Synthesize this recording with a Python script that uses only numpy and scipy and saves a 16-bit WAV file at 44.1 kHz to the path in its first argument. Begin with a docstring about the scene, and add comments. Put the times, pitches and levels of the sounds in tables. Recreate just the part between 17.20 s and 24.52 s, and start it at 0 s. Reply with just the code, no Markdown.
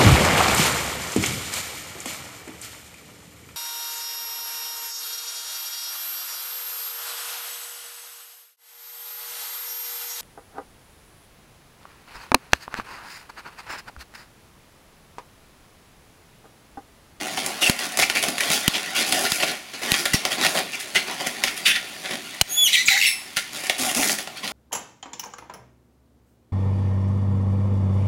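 """A small room, close microphone: hands twist a long latex balloon around a balloon figure.
The skins stick and slip: a creaking rub, single snaps, loud pops that thump the air inside.
Fast slips lock to a pitch as short squeaks and high squeals; irregular ones rasp.
A limiter ducks after the loudest pops."""
import sys
import numpy as np
from scipy import signal
from scipy.fft import rfft, irfft, next_fast_len
from scipy.io import wavfile
from scipy.ndimage import uniform_filter1d, map_coordinates

SR = 44100
rng = np.random.default_rng(int(sys.argv[2]) if len(sys.argv) > 2 else 0)


def to_wav(sig):
    """Store sig (one row per channel, or 1-D mono) as 16-bit WAV at the path in sys.argv[1].

    Samples outside -1..1 are clipped; the rate is SR.
    """
    pcm = np.clip(np.atleast_2d(sig), -1, 1) * 32767
    pcm = np.round(pcm).astype(np.int16)
    wavfile.write(sys.argv[1], SR, pcm.T)  # frames by channels


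N = 322812
TIME_S = np.arange(N) / SR

# Levels in the tables are relative.
# Room noise spectrum: freq_hz, density_db
ROOM_NOISE_SPECTRUM = [(18, -54), (30, -7.5), (227, 4), (499, -9), (721, -27), (913, -0.5), (1430, -0.5),
                       (1540, -3), (2410, 5), (9970, -11), (16000, -17)]
# Room decay: freq_hz, t60_s
ROOM_DECAY = [(150, 0.38), (2500, 0.33), (12000, 0.33)]
# Taut skin spectrum: freq_hz, density_db
SKIN_SPECTRUM = [(900, -24), (1280, -9), (1440, 5), (1560, -6), (1800, 6), (2300, 5), (2800, 4.5),
                 (3500, 3.5), (4300, 0.5), (5200, -3.5), (6500, -11.5), (9000, -48.5)]
# Contact patch spectrum: freq_hz, density_db
SIZZLE_SPECTRUM = [(3000, -26), (5000, -1.5), (6500, -1), (8300, -3.5), (10200, 0.5), (12500, -10),
                   (16000, -10.5)]
# Resonances of the air inside: freq_hz, width_hz, level_db
AIR_MODES = [(181, 82, -4.5), (242, 60, 1.5), (369, 142, -2.5)]
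# Resonances of the balloon bodies: freq_hz, width_hz, level_db
BODY_MODES = [(549, 66, -7), (740, 116, 1.5), (831, 81, 0.5), (1072, 270, -8)]
# Steady grip, keeps the skins rustling: time_s, skin_db, hollow_re_skin_db
GRIP_CURVE = [(0, -32, -1.5), (.36, -37, -2.5), (.73, -36.5, -4), (1.15, -35, -3), (1.42, -30.5, -8.5),
              (1.71, -36, -3), (2.05, -30.5, -7), (2.31, -32, -4.5), (2.45, -49, -2), (2.75, -32, -11),
              (3.38, -42, 7), (3.5, -40, -6.5), (4.15, -37.5, -2), (4.7, -40, -5), (5.15, -40, -6),
              (6.27, -44, -9.5), (6.7, -35.5, -1.5), (7.14, -51, 4.5)]
# Pushes that drag skin over skin: start_s, length_s, skin_db, hollow_re_skin_db, sizzle_re_skin_db
HAND_STROKES = [(0.162, 0.033, -29, -16, -5), (0.216, 0.1, -36.5, 1.5, -2.5),
                (.405, 0.088, -24, -6.5, -2.5), (0.579, 0.078, -31, -6, -3),
                (0.778, 0.047, -21.5, -11, -4.5), (0.945, 0.033, -22.5, -10, -5),
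                (1.018, 0.077, -31.5, 0, -2), (1.198, 0.11, -29, -4, -3), (1.305, 0.06, -23.5, -10, -2),
                (1.532, .035, -23.5, -10, -10), (1.61, 0.08, -36, -6, -15), (1.746, 0.078, -22, -8.5, -5),
                (1.857, 0.036, -27.5, -8, -2), (1.907, 0.13, -26.5, -1.5, -1.5),
                (2.035, 0.025, -22, -8, -7), (2.096, .08, -35, -17, 6), (2.19, 0.043, -25.5, -3.5, -6),
                (2.264, .03, -24, -12, -11), (2.529, 0.019, -32, -6, -10),
                (2.612, 0.091, -29.5, -1.5, -5.5), (2.691, 0.088, -26.5, -12, -4),
                (2.774, 0.032, -26, -11, -3.5), (2.93, 0.02, -24.5, -6, -6), (3.04, 0.037, -32.5, -1, -7),
                (3.102, 0.024, -22.5, -12, -6), (3.169, 0.045, -29, -1, -8),
                (3.216, 0.048, -19.5, -7.5, -8), (3.28, 0.042, -30, -9, -1.5),
                (3.339, .05, -23.5, -1.5, -4), (3.518, .03, -31, -9.5, -9), (3.589, 0.022, -33, -27, -1.5),
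                (3.744, 0.017, -16.5, -12, -9), (3.863, 0.07, -30.5, -5, -9.5),
                (3.992, 0.012, -28.5, 3, -4.5), (4.052, 0.014, -31, 1.5, -1),
                (4.223, 0.068, -30.5, -12, -6), (4.36, 0.016, -30, -27, -2), (4.449, 0.033, -19, -19, -4.5),
                (4.527, 0.048, -31, -25, -11), (4.835, 0.057, -32.5, -8, -13),
                (4.895, 0.047, -28.5, -2.5, -9), (6.159, 0.018, -26, -15, -3), (6.32, 0.088, -34, -7, -3),
                (6.422, 0.049, -32.5, -6, -6), (6.578, 0.13, -28, -5, 1.5), (6.753, 0.059, -27, -4, 3),
                (6.808, 0.12, -26, -7.5, 2), (6.974, .04, -35, -5, -0.5), (7.157, .02, -33.5, -16, -9.5),
                (7.225, .03, -29, -4, -8.5), (7.275, 0.054, -37.5, -0.5, -3.5)]
# One hard wrap, slowing as it seats: time_s, level_db, slip_rate_hz
CREAK_CURVE = [(4.451, -45, 520), (4.458, -13, 520), (4.487, -18.5, 400), (4.515, -16, 310),
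               (4.538, -29, 226), (4.565, -21.5, 180), (4.6, -36, 160)]
# Spectrum of the creaking stretch of skin: freq_hz, density_db
CREAK_SKIN_SPECTRUM = [(900, -49), (1400, -15), (1800, -2), (2800, 2), (3500, 1.5), (4100, -21),
                       (5500, -15), (7500, -27), (10000, -13.5), (16000, -42)]
# Spectrum of the air shaken by the creak: freq_hz, density_db
CREAK_AIR_SPECTRUM = [(30, 0), (110, 5), (220, -10), (400, -28), (1200, -57)]
# Grating of the tight twist between squeals: start_s, length_s, level_db
RASP_STROKES = [(5.471, 0.018, -23.5), (5.503, 0.14, -31), (5.52, 0.037, -17.5), (5.561, 0.035, -24),
                (5.665, 0.087, -20.5), (5.763, 0.094, -22), (5.806, 0.085, -21)]
# Rasp spectrum: freq_hz, density_db
RASP_SPECTRUM = [(1100, -39), (1550, -22), (1850, -2.5), (2400, 1.5), (3200, -5.5), (4000, -1),
                 (4800, -9.5), (6000, -7.5), (8000, -14.5), (11000, -17.5), (16000, -23)]
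# Short squeaks and low groans: start_s, length_s, first_hz, last_hz, level_db, roughness
SQUEAK_GLIDES = [(0.419, 0.035, 2920, 2680, -20, 0.4), (0.46, 0.023, 2710, 2670, -18.5, 0.45),
                 (0.826, 0.018, 2340, 2370, -18.5, 0.6), (1.199, 0.021, 1950, 1880, -23.5, 0.7),
                 (2.225, 0.015, 2946, 2690, -20.5, 0.7), (2.79, 0.066, 344, 346, -36.5, 0.3),
                 (2.934, 0.025, 5770, 5700, -24, 0.44), (3.373, 0.0079, 3090, 2880, -24, 0.5),
                 (3.529, 0.031, 2695, 2546, -30.5, 0.59), (3.753, 0.026, 1972, 2143, -18, 0.38),
                 (5.526, 0.038, 3320, 3185, -20, 0.7), (5.568, 0.062, 1903, 2070, -23, 0.17),
                 (5.654, 0.031, 7800, 6100, -25.5, 0.39), (5.68, 0.0124, 2443, 2260, -13, 0.75),
                 (5.691, 0.096, 2066, 1940, -23, 0.77), (5.692, 0.055, 3930, 3850, -25, 0.24),
                 (5.699, 0.084, 800, 794, -34, 0.6), (5.827, 0.059, 2500, 2666, -28.5, 1.01),
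                 (6.586, 0.076, 277, 247, -33.5, .8), (6.758, 0.064, 226.5, 283, -29, 1.23)]
# Two long squeals, one list each: time_s, pitch_hz, fundamental_db, overtones_db, roughness
SQUEAL_CURVES = [
    [(5.28, 3290, -57, -44, 0.08), (5.325, 3300, -44, -26.5, 0.08), (5.365, 3420, -34, -27, 0.1),
     (5.382, 3430, -18, -23, .02), (5.41, 3413, -20, -26, 0.07), (5.435, 3424, -15, -20, 0.01),
     (5.455, 3180, -23, -21.5, .1), (5.473, 2916, -16, -22, 0.3), (5.488, 2890, -36, -32, 0.44)],
    [(5.845, 2906, -21, -42, 0.44), (5.87, 2710, -31, -21.5, 0.02), (5.895, 2690, -36, -25.5, 0.14),
     (5.95, 2663, -39, -37, 0.14), (6.07, 2720, -60, -52, .06)],
]
# Overtones, one list per squeal: level_db from the second harmonic up
SQUEAL_OVERTONES_DB = [
    [0, -5, -5],
    [1.5, -5.5, 0, -9],
]
# Single slips: start_s, kick_db, body_re_kick_db, sizzle_re_kick_db
SNAP_EVENTS = [(0.1742, -7.5, -5, -15), (.2627, -16, -3, 8.5), (.425, -8, -24, -14), (.5905, -15, -14, -2),
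               (.7212, -24, -6, 5), (.7728, -11.5, -5, 5), (0.7894, -9, -2.5, 0), (0.7981, -3, -15, -3.5),
               (0.8236, 0, -10.5, -10), (0.8992, -4.5, -12.5, -4.5), (0.9539, -10, -13, -5),
               (1.0271, -10.5, -22, 4), (1.0382, -9, -5.5, -1), (1.085, -10.5, -7.5, 2),
               (1.1819, -9.5, -11, -3), (1.2064, -7, -12.5, -1.5), (1.2365, -10, -16, -10.5),
               (1.3022, -5.5, -4, -3), (1.3152, -11, -14, 2), (1.3332, -9, -20, 3), (1.5526, -12, -15, -17),
               (1.9241, -3, -14, -2), (2.2322, -5, -5, -14), (2.5376, -22, -9, -9), (2.6335, -13, -16, -8),
               (2.741, -0.5, -15, -16), (2.855, -4, -13.5, -2.5), (2.859, -6.5, -10, -7),
               (3.052, -5, -6, -3.5), (3.213, -9, -3, -3), (3.2489, -6.5, -3.5, -3.5),
               (3.2652, -4.5, -16, -5), (3.7506, -13, -1.5, -10), (4.0703, -10, -12, -0.5),
               (4.2377, -0.5, -9.5, -5.5), (4.275, -6.5, -25, -19), (4.281, -8, -27, -9),
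               (4.554, -7.5, -30, -22), (4.5606, -7, -33, -19), (4.8575, -13, -28, -14),
               (5.6843, -1.5, -37, -22), (6.1688, -3.5, -14, -5.5), (6.176, -7.5, -20, -8),
               (6.4685, -22, -14, 8), (6.4969, -1, -14.5, -7), (6.7487, -10.5, -14, 4),
               (6.831, -5.5, -17, -14), (6.8957, -7.5, -8, -6), (6.9865, -13.5, -17, -2),
               (7.074, -18.5, -3.5, -5), (7.2768, -11, -28, -7)]
# A bubble jumps past its neighbour: start_s, crack_db, ring_hz, t60_s, thump_db, thump_hz, thump_delay_s
POP_EVENTS = [(0.4965, -8, 3080, 0.018, -1, 213, 0.00049), (1.4789, -6, 2870, .018, -2, 187, .0012),
              (2.1195, -11.5, 3520, 0.017, -13.5, 185, 0.0019),
              (2.7186, -2.5, 2780, 0.0069, -6.5, 170, 0.0014), (2.9343, -17, 1950, 0.12, -1, 162, 0.009),
              (5.2125, 10, 2940, 0.018, 4, 110, 0.0037)]

ATTACK_S, SAG_DB_PER_S, RELEASE_DB_PER_S = 0.013, 7, 333
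SMALL_SNAPS_PER_S, SMALL_SNAP_DB, SMALL_SNAP_SPREAD_DB = 16, 14.5, 4.5
THUMP_RISE_S, THUMP_T60_S = 0.00069, 0.015
HIGHPASS_HZ, TOP_HZ = 45, 16000


def amp(db):
    """Decibels to gain."""
    return 10 ** (np.asarray(db) / 20)


def unit(x):
    """x at rms 1."""
    return x / np.sqrt(np.mean(x ** 2) + 1e-20)


def along(points, hz):
    """(freq_hz, value) points read on a log axis."""
    knots_hz, values = np.transpose(points)
    return np.interp(np.log(hz + 1), np.log(knots_hz + 1), values)


def curves(rows, t):
    """Each column after time_s, read at the times t."""
    time_s, *columns = np.transpose(rows)
    return [np.interp(t, time_s, column) for column in columns]


def wobble(rate_hz, size):
    """Smooth random curve, rate_hz knots a second."""
    knots = rng.standard_normal(int(size * rate_hz / SR) + 4)
    return map_coordinates(knots, [np.arange(size) * rate_hz / SR])


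def add(track, start_s, x):
    """Mix x into the track."""
    part = track[max(round(start_s * SR), 0):][:len(x)]
    part += x[:len(part)]


def filtered(x, response):
    """x through a frequency response."""
    size = next_fast_len(len(x) + 8192)
    return irfft(rfft(x, size) * response(np.fft.rfftfreq(size, 1 / SR)), size)[:len(x)]


def convolve(x, impulse):
    """x through an impulse response, cut to N samples."""
    return signal.fftconvolve(x, impulse)[:N]


def minimum_phase(spectrum, size=2048):
    """Shortest impulse response with this spectrum; energy 1."""
    magnitude = amp(along(spectrum, np.fft.rfftfreq(size, 1 / SR)))
    cepstrum = irfft(np.log(magnitude + 1e-6))
    cepstrum[1:size // 2] *= 2
    cepstrum[size // 2 + 1:] = 0
    impulse = irfft(np.exp(rfft(cepstrum)))
    return impulse / np.linalg.norm(impulse)


def resonator(modes, size=2048):
    """Impulse response of damped resonances; energy 1."""
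    t = np.arange(size) / SR
    impulse = sum((-1) ** k * amp(db) * width_hz * np.exp(-np.pi * width_hz * t)
                  * np.cos(2 * np.pi * hz * t) for k, (hz, width_hz, db) in enumerate(modes))
    return impulse / np.linalg.norm(impulse)


def room_noise():
    """Steady hiss and hum of shaped noise; rms 1."""
    return unit(filtered(rng.standard_normal(N), lambda hz: amp(along(ROOM_NOISE_SPECTRUM, hz))))


def room_echo(x):
    """The walls answer after a few milliseconds; the bass lasts longest."""
    hz, t, noise = signal.stft(rng.standard_normal(SR // 2), SR, nperseg=256)
    decay = amp(-60 * t / along(ROOM_DECAY, hz)[:, None])
    tail = signal.istft(noise * decay, SR, nperseg=256)[1]
    return convolve(np.pad(x, (SR // 150, 0)), tail / np.linalg.norm(tail))


def balloon(skin, air, body, sizzle):
    """Slips sound through the taut skin, the air inside, the bodies and the thin contact patch."""
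    return (convolve(skin, minimum_phase(SKIN_SPECTRUM))
            + convolve(air, resonator(AIR_MODES))
            + convolve(body, resonator(BODY_MODES))
            + convolve(sizzle, minimum_phase(SIZZLE_SPECTRUM)))


def ripple(t60_s, scatter, size=2048):
    """One slip: a kick, then waves that scatter round the skin and die; energy 1."""
    impulse = scatter * rng.standard_normal(size) * amp(-60 * np.arange(size) / SR / t60_s)
    impulse[0] += 1
    return impulse / np.linalg.norm(impulse)


def slips(rate_hz, wander, jitter, spread_db, paths=7):
    """One contact sticks and slips unevenly; its waves take changing paths over the skin."""
    uneven_hz = rate_hz * np.exp(wander * wobble(14, N) + jitter * wobble(250, N))
    onsets = np.flatnonzero(np.diff(np.floor(np.cumsum(uneven_hz) / SR)))
    kicks = np.zeros(N)
    kicks[onsets] = amp(spread_db * np.clip(rng.standard_normal(len(onsets)), -2, 2))
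    return unit(sum(wobble(20, N) * convolve(kicks, ripple(t60_s=0.015, scatter=0.2))
                    for _ in range(paths)))


def steady(push, window_samples):
    """The hands set the mean force, however the slips fall."""
    return push / np.sqrt(np.abs(uniform_filter1d(push ** 2, size=window_samples)) + 1e-4)


def retension(x, depth_db):
    """The skin's resonances shift as the grip changes its tension."""
    spectra = signal.stft(x, nperseg=256)[2]
    field = uniform_filter1d(rng.standard_normal(spectra.shape), size=2, axis=0)
    field = uniform_filter1d(field, size=12, axis=1)
    gain = unit(amp(depth_db * np.clip(unit(field), -2, 2)))
    return signal.istft(spectra * gain, nperseg=256)[1][:N]


def stroke(start_s, length_s):
    """Gain of one stroke: quick attack, sagging hold, release."""
    t = np.maximum(TIME_S - start_s, 0)
    fall_db = SAG_DB_PER_S * t + RELEASE_DB_PER_S * np.clip(t - length_s, 0, 1)
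    return np.minimum(t / ATTACK_S, 1) * amp(-fall_db)


def effort():
    """Grip and strokes add in power: gains of the skin, the hollow inside and the contact patch."""
    grip_db, grip_hollow_db = curves(GRIP_CURVE, TIME_S)
    power = amp([grip_db, grip_db + grip_hollow_db, grip_db - 4.5]) ** 2
    for start_s, length_s, skin_db, hollow_db, sizzle_db in HAND_STROKES:
        gains = amp([skin_db, skin_db + hollow_db, skin_db + sizzle_db])
        power += np.outer(gains ** 2, stroke(start_s, length_s) ** 2)
    return np.sqrt(power)


def small_snaps():
    """Small patches let go at random moments."""
    count = int(SMALL_SNAPS_PER_S * N / SR)
    levels_db = SMALL_SNAP_DB + SMALL_SNAP_SPREAD_DB * np.clip(rng.standard_normal(count), -2, 2)
    kicks = np.zeros(N)
    kicks[(rng.random(count) * N).astype(int)] = amp(levels_db)
    return convolve(kicks, ripple(t60_s=0.039, scatter=0.44))


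def rubbing():
    """Slow and fast contacts take turns as the hands press and turn the balloons."""
    skin_gain, hollow_gain, sizzle_gain = effort()
    contacts = [slips(rate_hz, wander=0.45, jitter=0.35, spread_db=2.0)
                for rate_hz in (94.15, 198.9, 339.8, 597.7)]
    ticks = small_snaps()
    friction = sum(contact * amp(2.46 * wobble(11, N)) for contact in contacts)
    push = steady(friction, window_samples=900) * amp(-0.5) + ticks
    skin = retension(push * skin_gain, depth_db=3.1)
    sparkle = steady(slips(rate_hz=75, wander=0.36, jitter=0.55, spread_db=3.0), window_samples=2400)
    sizzle = (0.8 * push + 0.6 * (sparkle + ticks)) * sizzle_gain * amp(-0.06)
    hollow = push * hollow_gain
    return balloon(skin, air=hollow * amp(-4), body=hollow * amp(-2.5), sizzle=sizzle)


def creak():
    """A slowing run of hard slips rings one taut stretch of skin and bumps the air inside."""
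    level_db, rate_hz = curves(CREAK_CURVE, TIME_S)
    push = steady(slips(rate_hz, wander=0.086, jitter=0.22, spread_db=0.0), window_samples=600)
    gate = (TIME_S > CREAK_CURVE[0][0]) * (TIME_S < CREAK_CURVE[-1][0])
    impulse = minimum_phase(CREAK_SKIN_SPECTRUM) + amp(-22) * minimum_phase(CREAK_AIR_SPECTRUM)
    return convolve(push * amp(level_db) * gate, impulse)


def rasp():
    """Stick-slip too fast and irregular to hold a pitch."""
    power = sum((amp(db) * stroke(start_s, length_s)) ** 2 for start_s, length_s, db in RASP_STROKES)
    push = steady(slips(rate_hz=1900, wander=0.15, jitter=0.22, spread_db=6.5), window_samples=500)
    grating = convolve(retension(push, depth_db=3.0), minimum_phase(RASP_SPECTRUM))
    return np.sqrt(power) * unit(grating)


def slip_phase(pitch_hz, roughness):
    """Fast stick-slip locks to a pitch; roughness shakes its period."""
    shaken_hz = pitch_hz * (1 + roughness * 0.133 * wobble(1100, len(pitch_hz)))
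    return 2 * np.pi * np.cumsum(shaken_hz) / SR


def overtones(phase, pitch_hz, levels_db):
    """Harmonics from the second up, below Nyquist."""
    return sum(amp(db) * np.sin(k * phase) * (k * pitch_hz < SR / 2)
               for k, db in enumerate(levels_db, 2))


def squeaks():
    """Short stick-slip glides; the rough ones flutter in level."""
    out = np.zeros(N)
    for start_s, length_s, first_hz, last_hz, level_db, roughness in SQUEAK_GLIDES:
        size = int(length_s * SR)
        pitch_hz = np.linspace(first_hz, last_hz, size)
        phase = slip_phase(pitch_hz, roughness)
        tone = np.sin(phase) + overtones(phase, pitch_hz, levels_db=[-12.5, -13.5, -20.5, -28])
        flutter = amp(2.0 * roughness * wobble(430, size))
        add(out, start_s, amp(level_db) * unit(tone * flutter * signal.windows.tukey(size, 0.4)))
    return out


def squeals():
    """Tight latex drawn over latex sings, rough at times as the pitch sags."""
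    out = np.zeros(N)
    for rows, levels_db in zip(SQUEAL_CURVES, SQUEAL_OVERTONES_DB):
        t = np.arange(rows[0][0], rows[-1][0], 1 / SR)
        pitch_hz, fundamental_db, overtones_db, roughness = curves(rows, t)
        phase = slip_phase(uniform_filter1d(pitch_hz, size=900), roughness)
        fundamental = amp(fundamental_db) * unit(np.sin(phase))
        upper = amp(overtones_db) * unit(overtones(phase, pitch_hz, levels_db))
        flutter = amp(4 * roughness * np.tanh(wobble(386, len(t))))
        add(out, t[0], (fundamental + upper) * flutter)
    return out


def snaps(nudge_hz=90, nudge_t60_s=0.012):
    """A stuck patch lets go all at once and nudges the air inside."""
    skin, body, sizzle, nudge = np.zeros((4, N))
    t = np.arange(SR // 20) / SR
    swing = amp(-24 - 60 * t / nudge_t60_s) * np.sin(2 * np.pi * nudge_hz * t)
    for start_s, kick_db, body_db, sizzle_db in SNAP_EVENTS:
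        release = ripple(t60_s=0.013, scatter=0.22)
        ring = ripple(t60_s=0.068, scatter=1)
        kick = amp(kick_db + 7.5) * (release + 0.91 * ring)
        add(skin, start_s, kick)
        add(body, start_s, kick * amp(body_db + 2.5))
        add(sizzle, start_s, kick * amp(sizzle_db - 0.5))
        add(nudge, start_s, amp(kick_db) * swing)
    return balloon(skin, air=body * amp(-6.5), body=body, sizzle=sizzle) + nudge


def pops(size=4096):
    """A crack with two brief modes of the skin, then one heavy swing of the air inside."""
    out, t = np.zeros(N), np.arange(size) / SR
    crack_hz_db = [(300, -5), (1100, 4.5), (1800, 2.0), (3000, 4.5), (9000, 3.0), (16000, -7.0)]
    for start_s, crack_db, ring_hz, t60_s, thump_db, thump_hz, thump_delay_s in POP_EVENTS:
        crack = filtered(rng.standard_normal(size), lambda hz: amp(along(crack_hz_db, hz)))
        phase = 2 * np.pi * np.cumsum(ring_hz * (1 + 0.036 * wobble(1100, size))) / SR
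        ring = np.sin(phase) + 0.74 * np.sin(1.4 * phase)
        add(out, start_s, amp(crack_db - 60 * t / t60_s) * (unit(crack) + 0.9 * ring))
        thump_gain = amp(thump_db - 60 * t / THUMP_T60_S) * (1 - np.exp(-t / THUMP_RISE_S))
        add(out, start_s + thump_delay_s, thump_gain * np.sin(2 * np.pi * thump_hz * t))
    return out


def scene():
    """Balloon sounds, their echo and the room noise; mono."""
    rub = rubbing() + creak()
    snap, pop = snaps(), pops()
    squeak = squeaks() + rasp()
    squeal = squeals()
    echo = room_echo(amp(-9.5) * rub + amp(-7.5) * snap + amp(-32.5) * pop
                     + amp(-8) * squeak + amp(-5) * squeal)
    return (amp(-44) * room_noise() + echo + rub + squeak + squeal + snap + pop)[None]


def limiter(x, ceiling_db, release_db_per_s):
    """Peaks pull the gain down at once; it recovers at a steady rate."""
    over_db = np.maximum(20 * np.log10(np.abs(x) + 1e-9) - ceiling_db, 0)
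    recovery_db = release_db_per_s * TIME_S
    duck_db = np.maximum.accumulate(over_db + recovery_db) - recovery_db
    return x * amp(-duck_db)


def record(dry):
    """The microphone thins the deep bass; the recorder limits, rounds peaks and cuts the top."""
    x = signal.sosfilt(signal.butter(1, HIGHPASS_HZ, "high", fs=SR, output="sos"), dry[0])
    x = limiter(x, ceiling_db=6, release_db_per_s=145)
    x = x / (1 + (np.abs(x) / 0.72) ** 6) ** (1 / 6)  # soft clip
    return filtered(x, lambda hz: hz < TOP_HZ)[None]


dry = scene()
out = record(dry)
to_wav(out)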